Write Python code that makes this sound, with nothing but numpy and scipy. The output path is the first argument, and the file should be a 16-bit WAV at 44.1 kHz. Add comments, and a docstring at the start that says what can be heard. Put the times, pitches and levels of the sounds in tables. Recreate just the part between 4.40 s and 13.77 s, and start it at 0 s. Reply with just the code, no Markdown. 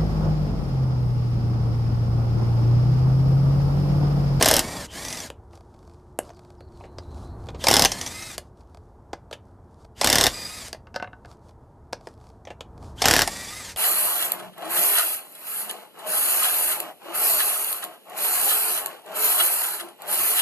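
"""A knock and a burst of hammering come first: a cordless impact wrench undoes four bolts of an alloy wheel outdoors.
The hammer pounds the socket about 37 times a second, as noise bursts ringing socket and wheel.
The motor whines freely to spin the bolt out: tones and noise that follow the speed of its shaft.
In between, parts click, a bolt bounces on the paving (struck resonances), thin tones squeak and gloves rustle.
Behind it all, shaped noise rumbles low and swells as the camera is handled, beside a faint wavering hum."""
import sys
import numpy as np
from scipy import signal
from scipy.fft import rfft, irfft, next_fast_len
from scipy.io import wavfile
from scipy.ndimage import uniform_filter1d, map_coordinates

SR = 44100
rng = np.random.default_rng(int(sys.argv[2]) if len(sys.argv) > 2 else 0)


def int16_out(signal):
    """Quantize to a 16-bit WAV file."""
    q = np.round(np.clip(np.atleast_2d(signal).T, -1, 1) * 32767)
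    wavfile.write(sys.argv[1], SR, q.astype(np.int16))


N = 413216
TIME = np.arange(N) / SR
AGE = np.arange(SR // 4) / SR  # time since a hit


def amp(db):
    """Decibels to gain."""
    return 10 ** (np.asarray(db) / 20)


def unit(x):
    """Scale to rms 1."""
    return x / np.sqrt(np.mean(x ** 2) + 1e-20)


def along(points, hz):
    """Read a value between (frequency [Hz], value) points on a log frequency axis."""
    point_hz, value = np.transpose(points)
    return np.interp(np.log(hz + 1), np.log(point_hz + 1), value)


def curve(rows, column=1):
    """One value per sample from rows that start with a time."""
    rows = np.array(rows)
    return np.interp(TIME, rows[:, 0], rows[:, column])


def wobble(rate, size=N):
    """A smooth random curve with rate knots a second."""
    knots = rng.standard_normal(int(size * rate / SR) + 4)
    return map_coordinates(knots, [TIME[:size] * rate])


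def bell(s, length):
    """A smooth rise and fall around time s; length is its width at 1/e of the peak."""
    return np.exp(-(2 * (TIME - s) / length) ** 2)


def swells(rows):
    """Sum of bells as a gain, from (time [s], length [s], level [dB]) rows."""
    return sum(amp(db) * bell(s, length) for s, length, db in rows)


def filtered(x, response):
    """Multiply the spectrum of x by a function of frequency."""
    size = next_fast_len(len(x) + 8192)
    spectrum = rfft(x, size) * response(np.fft.rfftfreq(size, 1 / SR))
    return irfft(spectrum, size)[:len(x)]


def noise(spectrum):
    """Steady coloured noise of rms 1."""
    return unit(filtered(rng.standard_normal(N), lambda hz: amp(along(spectrum, hz))))


def coloured(x, spectrum, size=2048):
    """Causal filter with the given spectrum: nothing sounds before the hit."""
    gain = amp(along(spectrum, np.fft.rfftfreq(size, 1 / SR)))
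    cepstrum = irfft(np.log(gain + 1e-6))
    # folding the cepstrum forward in time gives the minimum-phase filter
    fold = np.r_[1, np.full(size // 2 - 1, 2), np.zeros(size // 2)]
    impulse = irfft(np.exp(rfft(cepstrum * fold)))
    return signal.fftconvolve(x, impulse)[:len(x)]


def resonate(x, modes):
    """Ring x through (frequency [Hz], width [Hz], level [dB]) resonances of alternating sign."""
    def response(f):
        total = 0
        for k, (hz, width, db) in enumerate(modes):
            resonance = 1j * f * width / (hz * hz - f * f + 1j * f * width)
            total = total + (-1) ** k * amp(db) * resonance
        return total
    return filtered(x, response)


def burst(t60):
    """Noise that starts at once and falls 60 dB in t60 seconds."""
    return rng.standard_normal(len(AGE)) * amp(-60 * AGE / t60)


def punch(x, size=220):
    """Scale a hit to the energy of 5 ms (220 samples) at rms 1."""
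    return x * np.sqrt(size / np.sum(x ** 2))


def add(track, s, x):
    """Mix x into the track at time s."""
    start = max(round(s * SR), 0)
    track[start:start + len(x)] += x[:max(N - start, 0)]


# colour of the low rumble: (frequency [Hz], level per Hz [dB])
RUMBLE = [(12, -47), (20, -15), (39, -6), (75, 1.5), (118, -3.5), (182, -13.5), (248, -14.5), (280, -13.5),
          (360, -46.5), (620, -120)]
# colour of the soft mid-range wash: (frequency [Hz], level per Hz [dB])
WASH = [(120, -37.5), (200, -9), (267, -16), (344, -8.5), (412, -13), (443, -7), (485, -15), (647, -13.5),
        (963, -14), (1050, -19.5), (1330, -24), (2650, -48.5), (9380, -49), (15000, -57)]
# handling of the camera, heard as low rumble: (time of peak [s], length [s], level [dB])
CAMERA_HANDLING = [(.1, 1, -50), (3.05, 0.96, -40.5), (8.55, 0.47, -43.5)]
RUMBLE_DB, HUM_HZ = -50, 357  # steady level under the handling; pitch of the faint hum


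def background():
    """Low rumble, swelling as the camera is handled, a soft mid-range wash and a wavering hum."""
    hum_phase = 2 * np.pi * HUM_HZ * TIME + 1.5 * wobble(25)
    hum = swells([(2.7, 3.1, -51.5)]) * np.sin(hum_phase)
    rumble = amp(RUMBLE_DB) + swells(CAMERA_HANDLING)
    # the wash rises with the handling of the camera, but less
    wash = amp(-56.0 + .5 * wobble(2)) * (rumble / amp(RUMBLE_DB)) ** 0.71
    return rumble * noise(RUMBLE) + wash * noise(WASH) + hum


# how long the echo of car and walls lasts: (frequency [Hz], time to fall 60 dB [s])
YARD = [(150, .25), (600, .2), (3000, .14), (12000, .11)]


def yard(x):
    """A short echo, made of fading noise whose treble dies first, starting 5 ms late."""
    hz, t, z = signal.stft(rng.standard_normal(SR // 2), SR, nperseg=256)
    fading = z * amp(-60 * t / along(YARD, hz)[:, None])
    tail = signal.istft(fading, SR, nperseg=256)[1]
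    delayed = np.pad(x, (SR // 200, 0))
    return signal.fftconvolve(delayed, tail / np.linalg.norm(tail))[:N]


# colour of rubbing cloth: (frequency [Hz], level per Hz [dB])
CLOTH = [(1180, 13.5), (2000, -13.5), (3640, -3.5), (4030, -4), (4490, -1.5), (9840, -8.5), (15000, -25)]
# strokes of glove and sleeve, before the wavering lift: (time of peak [s], length [s], level [dB])
STROKES = [(1.16, 0.068, -63), (1.42, 0.48, -68.5), (1.86, 0.082, -56.5), (2.02, 0.25, -67),
           (2.39, 0.15, -62.5), (2.64, 0.17, -67), (2.81, 0.14, -55), (3.05, 0.12, -60.5),
           (4.04, 0.087, -67), (4.2, 0.063, -67.5), (4.35, 0.25, -76), (5.08, 0.065, -77.5),
           (5.33, 0.095, -76), (5.42, .07, -65), (6.91, 0.077, -59), (7.07, 0.085, -65),
           (7.67, 0.11, -61.5), (7.86, 0.15, -64.5), (8.47, 0.12, -55)]
FIDGET_DB = -81  # the hands are never quite still; also before the lift


def handling():
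    """Gloves and sleeve rustle in tiny crinkles with each stroke of the hands."""
    crinkles = (rng.random(N) < 30 / SR) * 1.6 * rng.random(N)  # about 30 a second
    grain = np.abs(signal.fftconvolve(crinkles, np.exp(-AGE / .001))[:N])
    crackle = noise([(1500, -20), (3000, -3), (5000, 0), (9000, -7), (15000, -22)])
    swish = noise(CLOTH) + 1.6 * grain * crackle
    lift = amp(4.5 + 1.2 * wobble(25))
    return lift * (amp(FIDGET_DB) + swells(STROKES)) * swish


# thin squeaks: (time [s], length [s], first pitch [Hz], settled pitch [Hz], level [dB])
SQUEAKS = [(1.93, .07, 5500, 4350, -72), (2.172, .12, 5840, 4220, -65), (2.307, 0.24, 5100, 4070, -69),
           (2.547, 0.41, 4270, 4020, -64), (2.84, 0.34, 4180, 4240, -73)]
SQUEAK_SETTLE_S = .024  # time constant of the settling pitch


def squeaks():
    """Something squeaks thinly as the socket is fitted; each unsteady tone slides onto its pitch."""
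    out = np.zeros(N)
    for s, length, first_hz, hz, db in SQUEAKS:
        age = np.arange(round(length * SR)) / SR
        slide = hz + (first_hz - hz) * np.exp(-age / SQUEAK_SETTLE_S)
        pitch = slide * (1 + .045 * wobble(900, len(age)))
        fade = np.sqrt(np.abs(np.sin(np.pi * age / length)))
        grip = amp(db + 4.2 * wobble(33.7, len(age))) * fade
        add(out, s, grip * np.sin(2 * np.pi * np.cumsum(pitch) / SR))
    return out


# thud, clack, ring and tick of a knock: (lowest frequency [Hz], highest frequency [Hz])
CONTACT_HZ = [(200, 900), (900, 2500), (2500, 7000), (7000, 12000)]
# ringing of tool and socket: (frequency [Hz], width [Hz], level [dB])
STEEL = [(1350, 350, -6.5), (3460, 210, -10), (4900, 59, -7.5), (8460, 390, -6.5), (10540, 230, -4.5)]
OVERTONE, CLACK_DB = 2.8, -3  # second body mode over the first; clack over thud, before its share of shine


def knock(body_hz, ring_hz, chatter, shine_db, edge_db):
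    """A snap and a brief chatter thump the tool's body and ring the parts; short knocks are mostly snap."""
    snap = amp(-3) * punch(AGE == 0)
    force = snap + np.abs(chatter / .03) * punch(burst(chatter))
    parts = [(body_hz, 230, 4), (OVERTONE * body_hz, 260, 4), (ring_hz, 450, 1)]
    sound = amp(-10.5) * force + resonate(force, parts + STEEL)
    # thud, clack, ring and tick each get their own level
    levels = [0, shine_db / 3 + CLACK_DB, shine_db, shine_db + edge_db]
    out = np.zeros(len(AGE))
    for edges, db in zip(CONTACT_HZ, levels):
        band = signal.butter(3, edges, "band", fs=SR, output="sos")
        out += amp(db + 4.5) * punch(signal.sosfilt(band, sound))
    return out


TAPS_PER_S, TAP_DB, TAP_SPREAD_DB = 40, -61.5, 5.5  # top rate; middle level; random spread
TAP_STROKE_DB = -60  # a stroke this strong brings the top rate


def taps():
    """Loose metal taps faintly at random, more often during a stroke of the hands."""
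    busy = np.minimum(swells(STROKES) / amp(TAP_STROKE_DB), 1)
    touched = rng.random(N) < busy * TAPS_PER_S / SR
    touches = touched * amp(TAP_DB + TAP_SPREAD_DB * rng.standard_normal(N))
    tap = knock(body_hz=600, ring_hz=4460, chatter=0.019, shine_db=-8.5, edge_db=-7)
    return signal.fftconvolve(touches, tap)[:N]


# bounces of a loose bolt, before a 0.5 dB cut: (time [s], level [dB], bright edge over clonk [dB])
BOUNCES = [(6.47, -45, -17), (6.5427, -35, -11), (6.552, -40, -5), (6.5604, -22, -9), (6.5987, -29.5, -24),
           (6.6249, -23.5, -21), (6.644, -31, -30), (6.674, -39.5, -36), (6.731, -37.5, -32),
           (6.8482, -41.5, -18.5)]
# ringing of bolt on paving: (frequency [Hz], width [Hz], level [dB])
PAVING = [(188, 96, -8.5), (540, 87, 0), (732, 39, 6.5), (918, 46, 2), (1128, 59, -2), (1270, 53, -3.5),
          (1507, 45, 5), (1736, 120, -5), (2110, 58, -6.5), (2710, 165, -9), (3900, 270, -22)]


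def dropped_bolt():
    """A bolt bounces and topples on the paving: each hit is a ringing clonk with a bright edge."""
    out = np.zeros(N)
    edge_colour = [(1000, -15.5), (5000, 7.5), (9000, -13.5), (15000, -23.5)]
    for s, db, edge_db in BOUNCES:
        hit = punch(AGE == 0) + amp(-2.0) * punch(burst(0.027))
        clonk = punch(resonate(hit, PAVING))
        edge = amp(edge_db) * punch(coloured(burst(0.025), edge_colour))
        add(out, s, amp(db - 0.5) * (clonk + edge))
    return out


# knocks of socket, bolts and tool: (time [s], level [dB], body [Hz], ring [Hz],
# chatter: time to fall 60 dB [s], shine: ring over thud [dB], edge: tick over ring [dB])
CONTACTS = [(0.011, -20.5, 565, 4440, 0.051, -6.5, -6), (0.902, -38.5, 540, 3150, 0.016, -5, -6),
            (1.1333, -54, 740, 5130, 0.027, -12, -11), (1.789, -24.5, 577, 2970, 0.015, -16.5, 10.5),
            (1.903, -45, 550, 6050, 0.035, -14, -12), (2.2067, -48.5, 523, 4350, .024, -12, -9),
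            (2.4085, -45.5, 790, 2780, .06, -27, -8.5), (2.4378, -42, 620, 2920, 0.11, -18, -21),
            (2.5846, -40.5, 443, 4700, 0.027, -3, -17), (3.087, -39.5, 420, 3650, 0.043, -4.5, -20),
            (3.146, -39.5, 430, 4000, 0.093, -12.5, -20), (3.2402, -28, 595, 4900, 0.048, 1.5, -6.5),
            (3.2689, -21, 790, 5000, 0.03, 2, -8.5), (3.4564, -29, 780, 6120, .021, 11.5, -9),
            (3.9801, -36.5, 624, 4800, 0.025, 1.5, -0.5), (4.7318, -30.5, 600, 4800, 0.03, -11.5, -12),
            (4.9112, -39.5, 500, 4220, 0.035, -11, -7), (4.9278, -38.5, 600, 3000, 0.056, 1, -12.5),
            (5.613, -23, 740, 5230, 0.046, 0.5, -5), (5.634, -30, 870, 5150, 0.031, -4, -14),
            (6.2836, -48.5, 587, 4770, 0.014, -3, 5), (6.3296, -39.5, 600, 4900, 0.021, 4.5, -8),
            (6.3462, -41.5, 680, 3470, 0.042, -15, -5), (7.5269, -38.5, 613, 4920, 0.036, -11.5, -1.5),
            (7.531, -30, 574, 5070, 0.017, -4, -17), (7.6711, -37.5, 620, 5040, 0.027, -12.5, -7.5),
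            (8.052, -51, 706, 5890, 0.027, -1.5, -14), (8.0715, -39, 645, 3050, 0.082, -11, -17),
            (8.104, -37, 600, 2860, 0.071, -11.5, -13), (8.2076, -40, 485, 3370, 0.034, 0, -14.5),
            (8.6188, -24.5, 770, 5080, 0.05, 4.5, -7.5), (8.641, -23, 720, 3260, 0.063, -2, -13),
            (8.8759, -27, 690, 5060, 0.029, -2, 0.5), (9.3615, -42.5, 720, 3260, 0.04, 4, -3)]
# clinks of the loosened bolt in the spinning socket, before a 12.5 dB cut: (time [s], level [dB])
CLINKS = [(0.65, -33.5), (.684, -33.5), (0.704, -39), (.727, -32), (.7718, -36.5), (0.802, -34.5),
          (3.5182, -24), (3.613, -28.5), (3.6636, -30.5), (3.6748, -34), (3.8233, -39)]


def contacts():
    """Knocks as the socket is fitted and pulled off, and bright clinks while it spins a loose bolt."""
    out = np.zeros(N)
    for s, db, *colour in CONTACTS:
        add(out, s, amp(db) * knock(*colour))
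    for s, db in CLINKS:
        clink = knock(body_hz=680, ring_hz=6000, chatter=0.041, shine_db=11, edge_db=-6.5)
        add(out, s, amp(db - 12.5) * clink)
    return out


# chirps of the starting motor: (time [s], length [s], first pitch [Hz], last pitch [Hz], level [dB])
STARTS = [(0.474, 0.071, 2960, 3200, -46), (3.194, 0.064, 3100, 3760, -40),
          (5.551, 0.062, 2940, 3320, -53.5), (8.574, 0.035, 3000, 3450, -40.5)]


def start_chirps():
    """As the trigger is squeezed the motor gives a short, rough, rising chirp."""
    out = np.zeros(N)
    for s, length, first_hz, last_hz, db in STARTS:
        progress = np.minimum(AGE / length, 1)
        pitch = first_hz + (last_hz - first_hz) * progress
        roughness = 1.2 * wobble(700, len(AGE))
        phase = 2 * np.pi * np.cumsum(pitch) / SR + roughness
        add(out, s, amp(db) * np.sin(np.pi * progress) * np.sin(phase))
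    return out


# pulls of the trigger: (pressed [s], released [s], motor level [dB], then relative levels of
# the fan's lowest tone [dB], the socket's singing [dB], the wheel's grumble [dB])
RUNS = [(-.1, .452, -37, 0, -17.5, 1), (0.469, 0.863, -38, 1, -18, -6.5),
        (3.162, 3.945, -37.5, 0, -17.5, -5.5), (5.542, 6.282, -37.5, -7, -1, -9),
        (8.544, 9.321, -36.5, 2, -14, -10)]
# motor speed, one curve per pull, before spin-up, braking and jitter: (time [s], turns per second [1/s])
SPEED = [
    [(.1, 342), (.25, 365), (.32, 382), (.37, 379), (.42, 346), (.45, 313)],
    [(.56, 342), (.6, 370), (.66, 389), (.74, 415), (.81, 371), (.86, 330)],
    [(3.56, 345), (3.65, 371), (3.75, 410), (3.8, 420), (3.87, 426), (3.9, 409), (3.95, 350)],
    [(5.65, 350), (5.9, 368), (5.95, 397), (6, 401), (6.05, 395), (6.1, 403), (6.16, 420), (6.2, 395),
     (6.28, 312)],
    [(8.65, 350), (8.83, 390), (8.88, 356), (8.92, 377), (9.03, 390), (9.07, 364), (9.11, 393), (9.19, 419),
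     (9.31, 296)],
]
# whine of fan and pinion: multiples of the shaft speed, and the (level [dB]) of each
WHINE_ORDERS = [5, 10, 20, 25, 30, 35]
WHINE = [-9, -20, -10, -10, -20, -21]
# fuzzy overtones of the bearing's ball-pass rate, from the first up: (level [dB])
BEARING = [-15, -12.5, -12.5, -11.5, -15, -16.5, -19]
# colour of gear and air noise: (frequency [Hz], level per Hz [dB])
GEARS = [(71, -33.5), (120, -8.5), (255, -3.5), (375, -11), (611, -6.5), (1430, -9.5), (1870, -3.5),
         (2920, -10), (4300, -6.5), (4760, -4.5), (5380, -6.5), (8080, -8.5), (14000, -18), (15500, -43.5)]
# the sound builds; the shaft gathers speed; the brake slows it
RISE_S, SPIN_UP_S, BRAKE_S = 0.087, .025, .08
# dying away after release; easing as the thread frees; extra while hammering
STOP_DB_PER_S, EASE_DB_PER_S, STRAIN_DB = 565, 6, 5
# the bolt leaves its seat this long after the pull; length and height of its singing; fading of the grumble
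UNSEAT_S, SING_S, SING_DB, GRUMBLE_DB_PER_S = 0.47, .22, 12.5, 57


def motor():
    """Whine and bearing tones follow the shaft; bearing, gears and singing swell once per geared-down turn."""
    runs = np.array(RUNS)
    pull = np.searchsorted(runs[1:, 0], TIME)  # which pull each sample belongs to
    pressed, released, motor_db, fan_db, singing_db, grumble_db = runs[pull].T
    held = np.maximum(TIME - pressed, 0)
    braking = np.maximum(TIME - released, 0)
    unseated = held - UNSEAT_S  # negative while the bolt is still seated

    hammering = sum(1. * (TIME > bite) * (TIME < last) for bite, _, last, *_ in BURSTS)
    strain = uniform_filter1d(hammering, size=SR // 20)
    drive_db = motor_db + STRAIN_DB * strain - EASE_DB_PER_S * unseated - STOP_DB_PER_S * braking
    drive = np.minimum(held / RISE_S, 1) ** 2 * amp(drive_db)

    speed = np.choose(pull, [curve(rows) for rows in SPEED])
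    speed = speed * (1 - np.exp(-held / SPIN_UP_S)) * np.exp(-braking / BRAKE_S)
    angle = 2 * np.pi * np.cumsum(speed * (1 + .002 * wobble(45))) / SR
    socket_turn = np.sin(angle / 16)  # the socket turns 16 times slower

    tones = []
    for order, db in zip(WHINE_ORDERS, WHINE):
        tones.append(amp(db + 1.8 * wobble(22)) * np.sin(order * angle + .18 * wobble(250)))
    whine = amp(fan_db) * tones[0] + sum(tones[1:])

    ball_pass = 3.055 * angle
    bearing = np.zeros(N)
    for order, db in enumerate(BEARING, 1):
        bearing += amp(db + 3 * wobble(60)) * np.sin(order * (ball_pass + .16 * wobble(170)))

    gears = amp(-2.5 + .9 * wobble(200)) * noise(GEARS)
    sing_rise_db = SING_DB * (bell(pressed + UNSEAT_S, SING_S) - 1)
    sing_colour = [(4400, -39.0), (4800, -2.5), (4900, -1), (5050, -9.0), (5400, -41.5)]
    singing = amp(singing_db + sing_rise_db + 2 * socket_turn) * noise(sing_colour)
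    grumble_colour = [(40, -15), (120, -5.0), (260, 0.5), (380, -8),
                      (600, -4.0), (1000, -8.0), (1600, -20), (4000, -44)]
    grumble_fade_db = GRUMBLE_DB_PER_S * np.maximum(unseated, 0)
    grumble = amp(grumble_db - grumble_fade_db) * noise(grumble_colour)

    # the tones stand out at full speed
    shaft_tones = (speed / 400) ** 1.5 * (whine + bearing * amp(4 * socket_turn))
    return drive * (shaft_tones + gears * amp(0.86 * socket_turn) + singing + grumble)


# each bolt rings socket and wheel in its own way: (frequency [Hz], width before the grip [Hz], level [dB])
BOLT_1 = [(590.3, 60, 2.5), (3050, 46, -9.5), (4130, 400, -11), (5300, 520, -10.5), (6470, 270, -10),
          (7900, 230, -8.5), (8970, 160, -12.5), (9440, 89, -8.5), (10300, 150, -9), (12800, 150, -7)]
BOLT_2 = [(247, 22, 5.5), (835, 150, -3), (2144, 35, -7), (3490, 130, -0.5), (5080, 120, 0.5),
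          (5400, 150, -0.5), (6130, 130, -8), (7460, 36, -9), (9330, 73, -9.5), (13300, 150, -15)]
BOLT_3 = [(724, 14, -8.5), (1878, 290, -3), (2750, 33, -9), (3580, 52, 1.5), (4550, 120, -5),
          (5350, 220, 0), (6600, 31, -10), (7710, 55, -4.5), (9090, 130, -12), (10920, 26, -12)]
BOLT_4 = [(720, 100, 0.5), (1720, 330, 7.5), (2970, 370, -7), (3870, 52, -11), (4750, 55, -1.5),
          (5350, 140, 2), (7600, 220, -1), (8440, 62, -16), (11200, 140, -22), (13400, 230, -14)]
# one burst of hammering per bolt: (first bite [s], steady beat sets in [s], last blow [s],
# level [dB], level lost per second [dB/s])
BURSTS = [(.0250, 0.0584, .1922, -10.5, 20.5), (3.284, 3.3116, 3.4488, -11, 3.5),
          (5.6440, 5.6724, 5.8662, -13, -2.5), (8.6556, 8.6833, 8.8182, -11, 15.5)]
BLOWS_PER_S = 36.6  # rounded to whole blows in each burst


def blows():
    """Yield time, dB, bolt and whether more follow: a first bite, then an even beat with drifting level."""
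    for (bite, steady, last, db, loss), bolt in zip(BURSTS, [BOLT_1, BOLT_2, BOLT_3, BOLT_4]):
        count = round((last - steady) * BLOWS_PER_S) + 1
        for s in [bite, *np.linspace(steady, last, count)]:
            blow_db = db - loss * (s - bite) + rng.normal(0, .4)
            yield s, blow_db, bolt, s < last


# colour of the first crack of a blow: (frequency [Hz], level per Hz [dB])
CRACK = [(120, -42.5), (200, -16), (783, 0), (1280, -11.5), (1810, -5), (4330, -0.5), (5200, 2),
         (7220, -2.5), (12500, -5), (14700, -11.5), (15500, -37)]
# colour of the clatter after it: (frequency [Hz], level per Hz [dB])
CLATTER = [(29, -35.5), (50, -7), (477, 1), (771, 3.5), (1310, -6.5), (1550, -3), (2110, -3.5), (2380, -17),
           (2820, -3), (4340, -8.5), (5390, -3.5), (6690, -13), (8710, -16), (14400, -17), (15500, -42)]


def hammer():
    """Each blow cracks, rings the wheel and jolts the tool; the hammer rides over its cam and clacks back."""
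    out = np.zeros(N)
    lift_off = 1 / (1 + (AGE / 0.019) ** 4)  # the scraping ends when the jaws part
    soft_start = 1 - np.exp(-AGE / 0.00025)
    tool_modes = [(38.38, 7, 0.5), (72.5, 16, 1.5), (120, 22, 2), (255, 22, 0.0), (740, 130, -6.0)]
    for s, db, bolt, goes_on in blows():
        # the pressed socket damps the ring
        gripped = [(hz, width + .022 * hz, level) for hz, width, level in bolt]
        crack = amp(-3.5) * punch(coloured(burst(0.021) * soft_start, CRACK))
        ring = amp(-3.0) * punch(resonate(burst(0.018), gripped))
        scrape = amp(-3.5) * punch(coloured(burst(0.42) * lift_off, CLATTER))
        jolt = amp(-12.0) * punch(resonate(AGE == 0, tool_modes))
        add(out, s, amp(db) * (crack + ring + scrape + jolt))
        if goes_on:
            rebound_ring = amp(-14.5) * punch(resonate(burst(0.014), gripped))
            rebound_clack = amp(-8.5) * punch(coloured(burst(0.011), CLATTER))
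            rebound_s = s + .0195 + rng.normal(0, .0007)
            add(out, rebound_s, amp(db + rng.normal(0, 1.0)) * (rebound_ring + rebound_clack))
    return out


def scene():
    """All the work happens at one spot in front of the microphone, so both channels are the same."""
    work = hammer() + motor() + start_chirps() + contacts() + dropped_bolt()
    echo = amp(-13.5) * yard(work)
    mono = work + echo + handling() + taps() + squeaks() + background()
    return np.array([mono, mono])


TOP_HZ = 15000  # the phone's upper band limit


def record(dry):
    """The phone rounds off the highest peaks and cuts steeply above its band limit."""
    limited = dry / (1 + np.abs(dry / .9) ** 6) ** (1 / 6)
    return np.array([filtered(side, lambda hz: 1 / (1 + (hz / TOP_HZ) ** 80)) for side in limited])


dry = scene()
out = record(dry)
int16_out(out)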